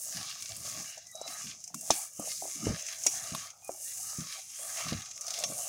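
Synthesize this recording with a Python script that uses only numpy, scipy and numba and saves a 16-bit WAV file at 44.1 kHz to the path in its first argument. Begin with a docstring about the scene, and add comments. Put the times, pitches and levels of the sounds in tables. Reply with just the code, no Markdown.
"""On a cloth-covered table in a kitchen, a hand kneads moist grated crumbs in a thin steel bowl, close to
a mono phone microphone. Crumbs rustle as dense filtered grains, snap as short noise bursts and squelch.
Fingers rub and knock the damped bowl, a nail clinks on it and it thumps the table top: decaying modes.
The table creaks as band-passed grains, wet fingertips squeak as gliding sines, over faint kitchen air."""
import sys
import numpy as np
from scipy import signal
from scipy.fft import rfft, irfft
from scipy.io import wavfile
from numba import njit

SR = 44100
rng = np.random.default_rng(int(sys.argv[2]) if len(sys.argv) > 2 else 0)


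def to_wav(sig):
    """Store sig (one row per channel, or 1-D mono) as 16-bit WAV at the path in sys.argv[1].

    Samples outside -1..1 are clipped; the rate is SR.
    """
    pcm = np.clip(np.atleast_2d(sig), -1, 1) * 32767
    pcm = np.round(pcm).astype(np.int16)
    wavfile.write(sys.argv[1], SR, pcm.T)  # frames by channels


N = 250488

# crumbs moving under the hand: (time [s], rustle level [dB], crispness level [dB])
STIR = [(0.0, -43, -44.5), (0.33, -45.5, -54.5), (0.37, -48.5, -58.5), (0.6, -48, -50.5),
        (0.66, -41, -47.5), (0.91, -47.5, -55), (1.02, -55, -73.5), (1.16, -57, -61), (1.25, -54.5, -62),
        (1.29, -42.5, -47.5), (1.49, -46, -56), (1.58, -53.5, -69), (1.65, -51, -65), (1.73, -60.5, -69),
        (1.76, -47, -52), (1.97, -40, -40.5), (2.03, -42.5, -43), (2.12, -54, -59), (2.27, -39.5, -44.5),
        (2.4, -42.5, -44.5), (2.72, -44, -53.5), (2.91, -41, -54.5), (2.94, -48.5, -51.5), (3.09, -38, -45),
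        (3.23, -42.5, -47), (3.46, -44, -54), (3.51, -55.5, -70), (3.58, -65.5, -74), (3.66, -55, -58.5),
        (3.76, -50.5, -53), (3.85, -42, -43.5), (4.08, -42.5, -45), (4.26, -47, -54.5), (4.34, -45, -50),
        (4.43, -50.5, -59.5), (4.54, -47.5, -55), (4.62, -43.5, -42.5), (4.78, -39, -44),
        (4.98, -48, -58.5), (5.12, -47.5, -65), (5.27, -46.5, -55), (5.44, -41.5, -50.5), (5.52, -44, -45),
        (5.67, -39.5, -42)]
# squeezing against the wall: (time [s], wetness level [dB], rim level [dB])
SQUEEZE = [(0.0, -61.5, -78), (0.17, -49, -56), (0.31, -45, -56), (0.36, -54, -65), (0.56, -56.5, -63.5),
           (0.7, -47.5, -55.5), (0.91, -53, -64), (1.0, -57, -83), (1.13, -74, -76), (1.26, -51.5, -56.5),
           (1.51, -48, -63), (1.58, -65.5, -79), (1.69, -69, -89), (1.84, -64, -76), (1.9, -55, -58),
           (1.92, -43.5, -53), (2.04, -56, -60), (2.11, -74.5, -78), (2.17, -68, -72), (2.22, -54.5, -56),
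           (2.3, -45.5, -68), (2.37, -59.5, -74), (2.7, -46.5, -55), (2.87, -50, -69), (2.92, -45.5, -57.5),
           (2.99, -56, -76), (3.07, -49, -61), (3.46, -49.5, -58.5), (3.57, -70.5, -73), (3.64, -71, -75),
           (3.7, -67, -61), (3.79, -66, -81), (3.88, -55, -71), (3.99, -58, -73), (4.11, -57, -61.5),
           (4.35, -46.5, -57), (4.44, -61, -75.5), (4.79, -45, -51), (4.89, -45, -52), (5.13, -59, -70),
           (5.25, -60, -63), (5.31, -48.5, -58), (5.56, -52.5, -57.5), (5.67, -51, -56)]
# modes of the steel bowl: (frequency [Hz], level [dB])
BOWL = [(480, 3.5), (570, 5.5), (660, 9.5), (770, 6), (900, 6.5), (1110, 8.5), (1250, -1), (2720, -1),
        (5450, -11), (5740, 18), (5900, -9), (6050, 20), (6270, -9), (6540, -2), (6940, -13), (7300, 8)]


def rustle(crumbs, snap):
    """Crumbs rub past each other: dense grains, higher when finer, heard through the microphone port."""
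    # the port, peaked by its cavity: (frequency [Hz], width [Hz], level [dB])
    port = [(5245, 820, -5), (6456, 880, 4), (7790, 890, -7), (7400, 1900, -1)]
    grain_hz_when_equal, hz_per_db = 7800, 170  # centre if crispness equals rustle, before the limits
    rustle_db, crisp_db = curves(STIR)
    grain_hz = np.clip(grain_hz_when_equal + hz_per_db * (crisp_db - rustle_db), 5500, 7700)
    rubbing_grains = unit(svf(crumbs, grain_hz, 4070.0))
    return resonate(0.5 * undb(rustle_db) * rubbing_grains + snap, port, 0.54)


def crispness(crumbs, snap):
    """The finest grains: one bright band, and airy bands above it that fade less than it does."""
    # the bright band, then the airy ones: (frequency [Hz], width [Hz], level [dB])
    treble_bands = [(9410, 2530, -0.5), (12900, 770, -19.5), (14850, 1400, -18.5)]
    air_db, air_per_db = -10, -0.2  # air gain; change of the grains' air per dB of crispness
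    _, crisp_db = curves(STIR)
    fine = undb(crisp_db) * unit(crumbs + grains(2500., 3.5, 1.0, 2.7))
    bright = resonate(fine + snap, treble_bands[:1], 0.94)
    airy_grains = fine * undb(air_per_db * (crisp_db + 40.5))
    return bright - undb(air_db) * resonate(airy_grains + 1.1 * snap, treble_bands[1:], 2.0)


def squelch(crumbs, snap):
    """Moist crumbs squeezed against the wall: sparser, uneven grains through the steel and a broad body."""
    # upper modes of the steel: (frequency [Hz], width [Hz], level [dB])
    steel = [(1529, 94, -6.5), (1710, 340, 1.5), (2115, 76, -3), (2308, 32, 6.5), (2340, 43, -11.5),
             (2473, 49, 0.5), (2560, 42, -4), (2868, 190, 2), (3130, 81, 0), (3456, 60, -4), (3786, 52, -8),
             (4160, 106, -20.5), (3950, 88, 5.5), (4620, 1020, -1), (5140, 1500, 2.5)]
    # broad body of squelch and crack: (frequency [Hz], width [Hz], level [dB])
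    body = [(1950, 1370, 2), (3740, 1400, 7.5)]
    wet_db, _ = curves(SQUEEZE)
    moist = undb(wet_db) * unit(0.37 * crumbs + grains(900., 4.6, 1.0, 2.04))
    ringing = resonate(0.87 * moist + 0.52 * snap, steel, 4.2)
    return ringing + resonate(0.5 * moist + 0.68 * snap, body, 3.7)


def snaps():
    """Crumbs and nails snap: short decaying bursts, as three rows for the port, crisp and wet colours."""
    # snaps at set times: (time [s], port level [dB], crisp and wet levels relative to port [dB, dB],
    # tail level relative to the burst [dB])
    set_snaps = [(0.4054, -35, 4, -20, -16), (0.4234, -22.5, -11, -9, -12), (0.4578, -19, -27, -6.5, -20),
                 (0.4772, -31, -27, -8.5, -13), (0.4914, -22, -18, -27, -16.5),
                 (0.5655, -37.5, 11, -26, -11), (0.978, -30, -29, -23, -11), (1.0688, -35, -11, -16, -10.5),
                 (1.1137, -38, 1, -25, -12.5), (1.1538, -26, -11, -32, -13.5),
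                 (1.2134, -21.5, -18, -38, -14.5), (1.277, -32, -5, 0.5, -7),
                 (1.4197, -24.5, -21, -24, -13.5), (1.603, -28, -21, -32, -17),
                 (1.6403, -21, -35, -18, -14), (1.677, -21.5, -13, -16.5, -18.5),
                 (1.744, -16.5, -1, -12.5, -18.5), (1.8098, -28.5, 2.5, -34, -11),
                 (1.9054, -6.5, -30, -7, -10.5), (2.197, -41.5, 12, -31, -7.5),
                 (2.6499, -25, -19, -20, -12), (2.8245, -14, -24, -26, -30), (2.864, -23, -30, -10, -9.5),
                 (2.8854, -25.5, -13, -2.5, -8), (2.9256, -23, -28, -9, -17), (3.037, -20, -13, -21, -12),
                 (3.0652, -3, -11, -17.5, -16.5), (3.0684, -3.5, -25, -10, -17.5),
                 (3.3489, -31.5, 10.5, 13.5, -15.5), (3.5034, -31, -20, -10, -11),
                 (3.6464, -37.5, 7.5, -24, -14), (3.677, -32.5, -1, -27, -13.5),
                 (3.7175, -16.5, -11, -18, -32), (4.2057, -28, -25, -6, -9), (4.8034, -48, -13, -15, -17.5),
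                 (4.8842, -21.5, -24, 2, -14.5), (4.895, -28, -20, -9, -11), (4.9289, -32, -17, 3.5, -7),
                 (4.9744, -36, -19, 9, -21), (5.008, -24, -47, -8, -25),
                 (5.0195, -28.5, -23.5, -2.5, -10.5), (5.0565, -28.5, -29, -16, -13),
                 (5.0883, -32, -20, -12, -17), (5.1123, -26, -40, -6, -13.5),
                 (5.1776, -17.5, -29.5, -9, -30), (5.21, -16.5, -7, -22, -18),
                 (5.2142, -24, -18, -18, -10.5), (5.2667, -22, -12, -13, -13),
                 (5.2807, -19.5, -6, -2.5, -20), (5.3055, -21, -8, -6.5, -12.5), (5.34, -25, -3, -3, -14),
                 (5.3883, -18.5, -5, -29, -14.5), (5.3997, -17.5, -11, -19, -15.5),
                 (5.438, -19, -9, -2.5, -10)]
    extra_per_s, extra_db = 4, 4  # further snaps at random; their least level above the rustle setting [dB]
    tail_t60_s = 0.043
    rustle_db, _ = curves(STIR)
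    events = list(set_snaps)
    for when, louder in rng.random((int(extra_per_s * N / SR), 2)):
        port_db = rustle_db[int(when * N)] + extra_db + 6 * louder
        events.append((when * N / SR, port_db, -12., -14., -11.))
    out, t = np.zeros((3, N + SR)), np.arange(SR // 8) / SR
    for s, db, crisp_db, wet_db, tail_db in events:
        crack_noise, tail_noise = rng.standard_normal((2, len(t)))
        # a sharp crack of even size, then a tail of loosened crumbs
        crack = 0.28 * np.sign(crack_noise) * undb(-60 * t / 0.0046)
        tail = tail_noise * undb(tail_db - 60 * t / tail_t60_s)
        gains = undb([db, db + crisp_db, db + wet_db])
        out[:, int(s * SR):][:, :len(t)] += np.outer(gains, crack + tail)
    return out[:, :N]


def rubbing(drag):
    """Fingers drag on the steel: grains through the wandering air hollow under the hand."""
    # fingers dragging: (time [s], level [dB])
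    drag_levels = [(0.0, -71), (0.19, -53), (0.31, -64), (0.39, -73), (0.76, -56), (1.14, -77),
                   (1.18, -57.5), (1.37, -54.5), (1.44, -71.5), (1.65, -76), (1.87, -55), (1.96, -43.5),
                   (2.1, -70.5), (2.17, -73), (2.24, -49), (2.39, -74), (2.45, -61), (2.52, -69.5),
                   (2.67, -48), (2.96, -65.5), (3.08, -55), (3.35, -55), (3.42, -63.5), (3.69, -62.5),
                   (3.7, -56.5), (3.91, -67.5), (4.23, -59.5), (4.28, -73), (4.38, -57.5), (4.43, -78),
                   (4.57, -72), (4.61, -56.5), (4.8, -55), (5.13, -69), (5.35, -51.5), (5.67, -49.5)]
    rub_db, = curves(drag_levels)
    hollow_hz = 677 * sway(10., 0.75)
    hollow = svf(svf(drag, hollow_hz, 184.0), hollow_hz, 184.0)
    return undb(rub_db) * unit(hollow)


def rim_hum(drag):
    """Squeezing excites the bowl's rim: dragging and patchy grains through its resonances."""
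    # rim resonances: (frequency [Hz], width [Hz], level [dB])
    rim = [(1000, 31, -1.5), (1126, 59, 8), (1250, 110, 9), (1400, 280, -13.5)]
    _, rim_db = curves(SQUEEZE)
    push = unit(drag + 0.88 * grains(280.0, 2.7, 0.86, 3.7))
    return resonate(undb(rim_db) * push, rim, 3.5)


def knocks():
    """Knuckles knock the bowl, and its modes ring briefly under the damping hand."""
    # knuckle blows: (time [s], peak level [dB], favoured pitch [Hz], t60 [s], reach [octaves])
    knuckle_blows = [(0.502, -46, 707, 0.11, 0.12), (0.794, -47, 740, 0.05, 0.14),
                     (0.971, -44, 657, 0.04, 0.27), (1.148, -41, 647, 0.084, 0.14),
                     (1.163, -47, 676, 0.044, 0.15), (1.19, -51, 726, 0.04, 0.2),
                     (1.214, -30, 630, 0.025, 0.16), (1.254, -39.5, 651, 0.1, 0.28),
                     (1.742, -37.5, 1310, 0.013, 0.18), (1.904, -16, 995, 0.027, 0.17),
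                     (1.905, -11.5, 690, 0.025, 0.17), (2.196, -29.5, 585, 0.029, 0.16),
                     (2.217, -44, 630, 0.04, 0.25), (2.273, -37, 690, 0.032, 0.2),
                     (2.422, -31, 730, 0.04, 0.11), (2.435, -42, 760, 0.032, 0.14),
                     (2.454, -33, 706, 0.021, 0.27), (2.472, -45, 650, 0.03, 0.33),
                     (2.669, -25, 423, 0.022, 0.2), (2.713, -40, 431, 0.034, 0.2),
                     (3.063, -26, 724, 0.019, 0.26), (3.349, -26.5, 1070, 0.019, 0.2),
                     (3.693, -23.5, 608, 0.029, 0.086), (4.38, -50, 750, 0.053, 0.14),
                     (4.777, -41.5, 710, 0.053, 0.24), (4.803, -40, 770, 0.022, 0.28),
                     (4.887, -39, 1130, 0.028, 0.2), (4.925, -30.5, 517, 0.039, 0.26),
                     (5.273, -45, 645, 0.05, 0.15), (5.383, -37.5, 635, 0.064, 0.13),
                     (5.437, -32.5, 623, 0.068, 0.17), (5.5, -35.5, 579, 0.033, 0.17)]
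    return blows(knuckle_blows, BOWL, 0.0007)


def clinks():
    """A nail clinks on bare steel, mostly ringing the bowl's high modes."""
    # nail blows: (time [s], peak level [dB], favoured pitch [Hz], t60 [s], reach [octaves])
    nail_blows = [(1.744, -61.5, 2720, 0.19, .04), (1.906, -23, 6200, 0.12, .14),
                  (3.066, -20, 6000, 0.1, 0.054), (5.439, -24.5, 5780, 0.14, .1)]
    return blows(nail_blows, BOWL, 0.00127)


def thumps():
    """The bowl lands on the table and rings the low modes of its top."""
    # landings: (time [s], peak level [dB], favoured pitch [Hz], t60 [s], reach [octaves])
    landings = [(0.147, -41.5, 158, 0.11, 0.44), (0.499, -48, 91.5, 0.11, 0.33),
                (0.761, -48, 163, 0.093, 0.54), (1.274, -53, 252, 0.068, 0.38),
                (1.44, -43, 197, 0.16, 0.23), (1.739, -40, 200, 0.13, 0.39), (1.902, -31, 279, 0.1, 0.56),
                (2.191, -34.5, 230, 0.079, 0.4), (2.412, -48, 420, 0.23, 0.4),
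                (2.548, -48, 254, 0.084, 0.42), (2.577, -46, 170, 0.12, 0.38),
                (2.621, -36, 240, 0.16, 0.38), (2.643, -34, 210, 0.16, 0.32),
                (2.668, -18, 219, 0.098, 0.55), (2.686, -26, 81, 0.16, 0.4), (2.712, -37, 139, 0.13, 0.44),
                (3.063, -40, 377, 0.072, 0.34), (3.319, -34, 163, 0.14, 0.46),
                (3.683, -48.5, 385, 0.14, 0.26), (4.185, -30, 164, 0.14, 0.45),
                (4.855, -39.5, 164, 0.12, 0.42), (4.922, -23, 205, 0.12, 0.34),
                (4.948, -33, 105, 0.14, 0.38), (5.492, -43.5, 220, 0.099, 0.38)]
    # modes of the table top: (frequency [Hz], level [dB])
    table_modes = [(65, 3.5), (98, 3.5), (130, -2.5), (162, 3.5), (192, -0.5), (230, 3), (300, 6.5),
                   (390, 2)]
    return blows(landings, table_modes, 0.0014)


def creaks():
    """Weight shifts on the table: sparse grains in a low band that rises under more weight."""
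    # weight shifting: (time [s], level [dB])
    load_levels = [(0.0, -71), (0.2, -55.5), (0.34, -72.5), (0.69, -56), (0.81, -55), (0.91, -76),
                   (1.37, -70), (1.47, -56.5), (1.61, -69), (1.94, -60), (2.04, -78), (2.18, -85.5),
                   (2.21, -64.5), (2.54, -72.5), (2.69, -28), (2.82, -75.5), (3.33, -63), (3.34, -55),
                   (3.55, -82), (4.18, -67), (4.22, -55.5), (4.34, -79.5), (4.75, -70), (4.95, -47),
                   (5.06, -70), (5.24, -79), (5.51, -55.5), (5.67, -69)]
    load_db, = curves(load_levels)
    # 139 Hz at -65 dB, 1.5 Hz higher per dB, then wandering
    creak_hz = np.clip(139 + 1.5 * (load_db + 65), 80, 300) * sway(5.8, 1.5)
    shift = grains(71.0, 1.0, 2.3, 3.2)
    return undb(load_db) * unit(svf(svf(shift, creak_hz, 147.0), creak_hz, 147.0))


def squeaks():
    """A wet fingertip sticks and slips fast: a gliding near-sine that swells and fades, rougher or smoother."""
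    # squeaks: (time [s], length [s], first pitch [Hz], last pitch [Hz], level [dB], roughness [0-1])
    fingertip_slips = [(1.05, .09, 2040, 1950, -66, .95), (1.12, .11, 3840, 3890, -52, .2),
                       (1.21, .09, 3930, 3950, -49, .2), (1.29, .08, 3920, 4000, -56, .5),
                       (3.62, .09, 2460, 2465, -58, .3), (3.84, .12, 1800, 2080, -64, .95),
                       (4.52, .16, 3150, 3360, -63, 1.0)]
    out, t = np.zeros(N), np.arange(N) / SR
    waver, flutter = sway(270.0, 0.11), sway(110.0, 5.4)  # of pitch, of level
    for s, length, first_hz, last_hz, db, rough in fingertip_slips:
        on = slice(int(s * SR), int((s + length) * SR))
        along = (t[on] - s) / length
        pitch = (first_hz + (last_hz - first_hz) * along) * waver[on] ** rough
        swell = np.sin(np.pi * np.clip(along, 0, 1)) ** 0.97
        size = swell * undb(db) * flutter[on] ** rough
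        out[on] += np.sqrt(2) * size * np.sin(2 * np.pi * np.cumsum(pitch) / SR)
    return out


def room():
    """Faint steady kitchen air: noise shaped by a fixed spectrum."""
    # spectrum of the air: (frequency [Hz], level per Hz [dB])
    air_spectrum = [(20, 3), (60, -14), (100, 5.5), (300, -15), (650, -15.5), (1500, -39), (3500, -52),
                    (6300, -26), (10000, -14), (15500, -26)]
    hz, db = np.transpose(air_spectrum)
    f = np.maximum(np.arange(N // 2 + 1) * SR / N, 1)
    shape = undb(np.interp(np.log(f), np.log(hz), db))
    return undb(-74.5) * unit(irfft(rfft(rng.standard_normal(N)) * shape, N))


def grains(per_s, spread_db, smooth, patchy_db):
    """Crumbs slipping at random moments, some louder, over a smooth hiss, in patches."""
    hits, when = np.zeros(N), rng.random(N) < per_s / SR
    size = undb(spread_db * np.minimum(rng.exponential(size=when.sum()), 3.5))
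    hits[when] = size * rng.standard_normal(len(size))
    mixed = unit(hits) + smooth * rng.standard_normal(N)
    return unit(mixed * sway(30., patchy_db))


def blows(events, modes, push_s):
    """Each blow rings the modes near the pitch its place favours; a softer contact rises more slowly."""
    out, (hz, db) = np.zeros(N + SR), np.transpose(modes)
    t = np.arange(SR // 5) / SR
    for s, peak_db, near_hz, t60, reach in events:
        detune = 1 + 0.0252 * rng.standard_normal(len(modes))
        share = undb(db) * np.exp(-(np.log2(hz / near_hz) / max(reach, .03)) ** 2 / 2)
        ring = share @ np.sin(2 * np.pi * np.outer(hz * detune, t))
        # push_s is the time constant at -30 dB; about 14 % longer for each dB under it
        rise_s = push_s * np.exp(-0.13 * (peak_db + 30))
        ring *= (1 - np.exp(-t / rise_s)) ** 2 * undb(-60 * t / max(t60, .005))
        out[int(s * SR):][:len(t)] += undb(peak_db) * ring / np.abs(ring).max()
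    return out[:N]


def resonate(x, peaks, flicker_db):
    """Resonances, each swelling and fading alone as fingers damp and free it; the steady bank is unit-gain."""
    out, click, response = 0, np.r_[1., np.zeros(4000)], 0
    for k, (hz, width, db) in enumerate(peaks):
        # filtered twice for dark valleys, with alternating sign
        sos = np.tile(np.r_[signal.iirpeak(hz, hz / (1.5 * width), SR)], (2, 1))
        gain = (-1) ** k * undb(db)
        out = out + gain * sway(11., flicker_db) * signal.sosfilt(sos, x)
        response = response + gain * signal.sosfilt(sos, click)
    return out / np.linalg.norm(response)  # gain for white noise


@njit
def svf(x, hz, width):
    """State-variable band-pass with a moving centre, gain 1 there."""
    y, b, l = np.empty(len(x)), 0., 0.
    for i in range(len(x)):
        g, k = np.tan(np.pi * hz[i] / SR), width / hz[i]
        v = (b + g * (x[i] - l)) / (1 + g * (g + k))
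        b, l, y[i] = 2 * v - b, l + 2 * g * v, k * v
    return y


def sway(rate, spread_db):
    """Gain that wanders: random levels drawn about rate times a second, joined by straight lines."""
    k = int(SR / rate)
    levels = undb(spread_db * rng.standard_normal(N // k + 2))
    return np.interp(np.arange(N) / k, np.arange(N // k + 2), levels)


def curves(rows):
    """Columns of a (time [s], ..) table joined by straight lines in time."""
    s, *columns = np.transpose(rows)
    return [np.interp(np.arange(N) / SR, s, c) for c in columns]


def undb(db):
    """Gain of a level in dB."""
    return 10 ** (np.asarray(db) / 20)


def unit(x):
    """Scale to rms 1."""
    return x / np.sqrt(np.mean(x ** 2))


def scene():
    """Kneading, blows and room, the same in both channels."""
    crumbs = grains(2500., 0.75, 1.0, 1.78)
    drag = grains(250., 3.2, 1.0, 2.4)
    port_snap, crisp_snap, wet_snap = snaps()
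    sound = rustle(crumbs, port_snap) + crispness(crumbs, crisp_snap) + squelch(crumbs, wet_snap)
    sound += rubbing(drag) + rim_hum(drag)
    sound += knocks() + clinks() + thumps()
    sound += creaks() + squeaks() + room()
    return np.array([sound, sound])


def record(dry):
    """The phone thins the deep bass below 47 Hz and cuts the top above 15.8 kHz."""
    thinned = signal.sosfilt(signal.butter(N=3, Wn=47, btype="high", fs=SR, output="sos"), dry)
    return signal.sosfilt(signal.ellip(10, .2, 60, 15800, fs=SR, output="sos"), thinned)


dry = scene()
out = record(dry)
to_wav(out)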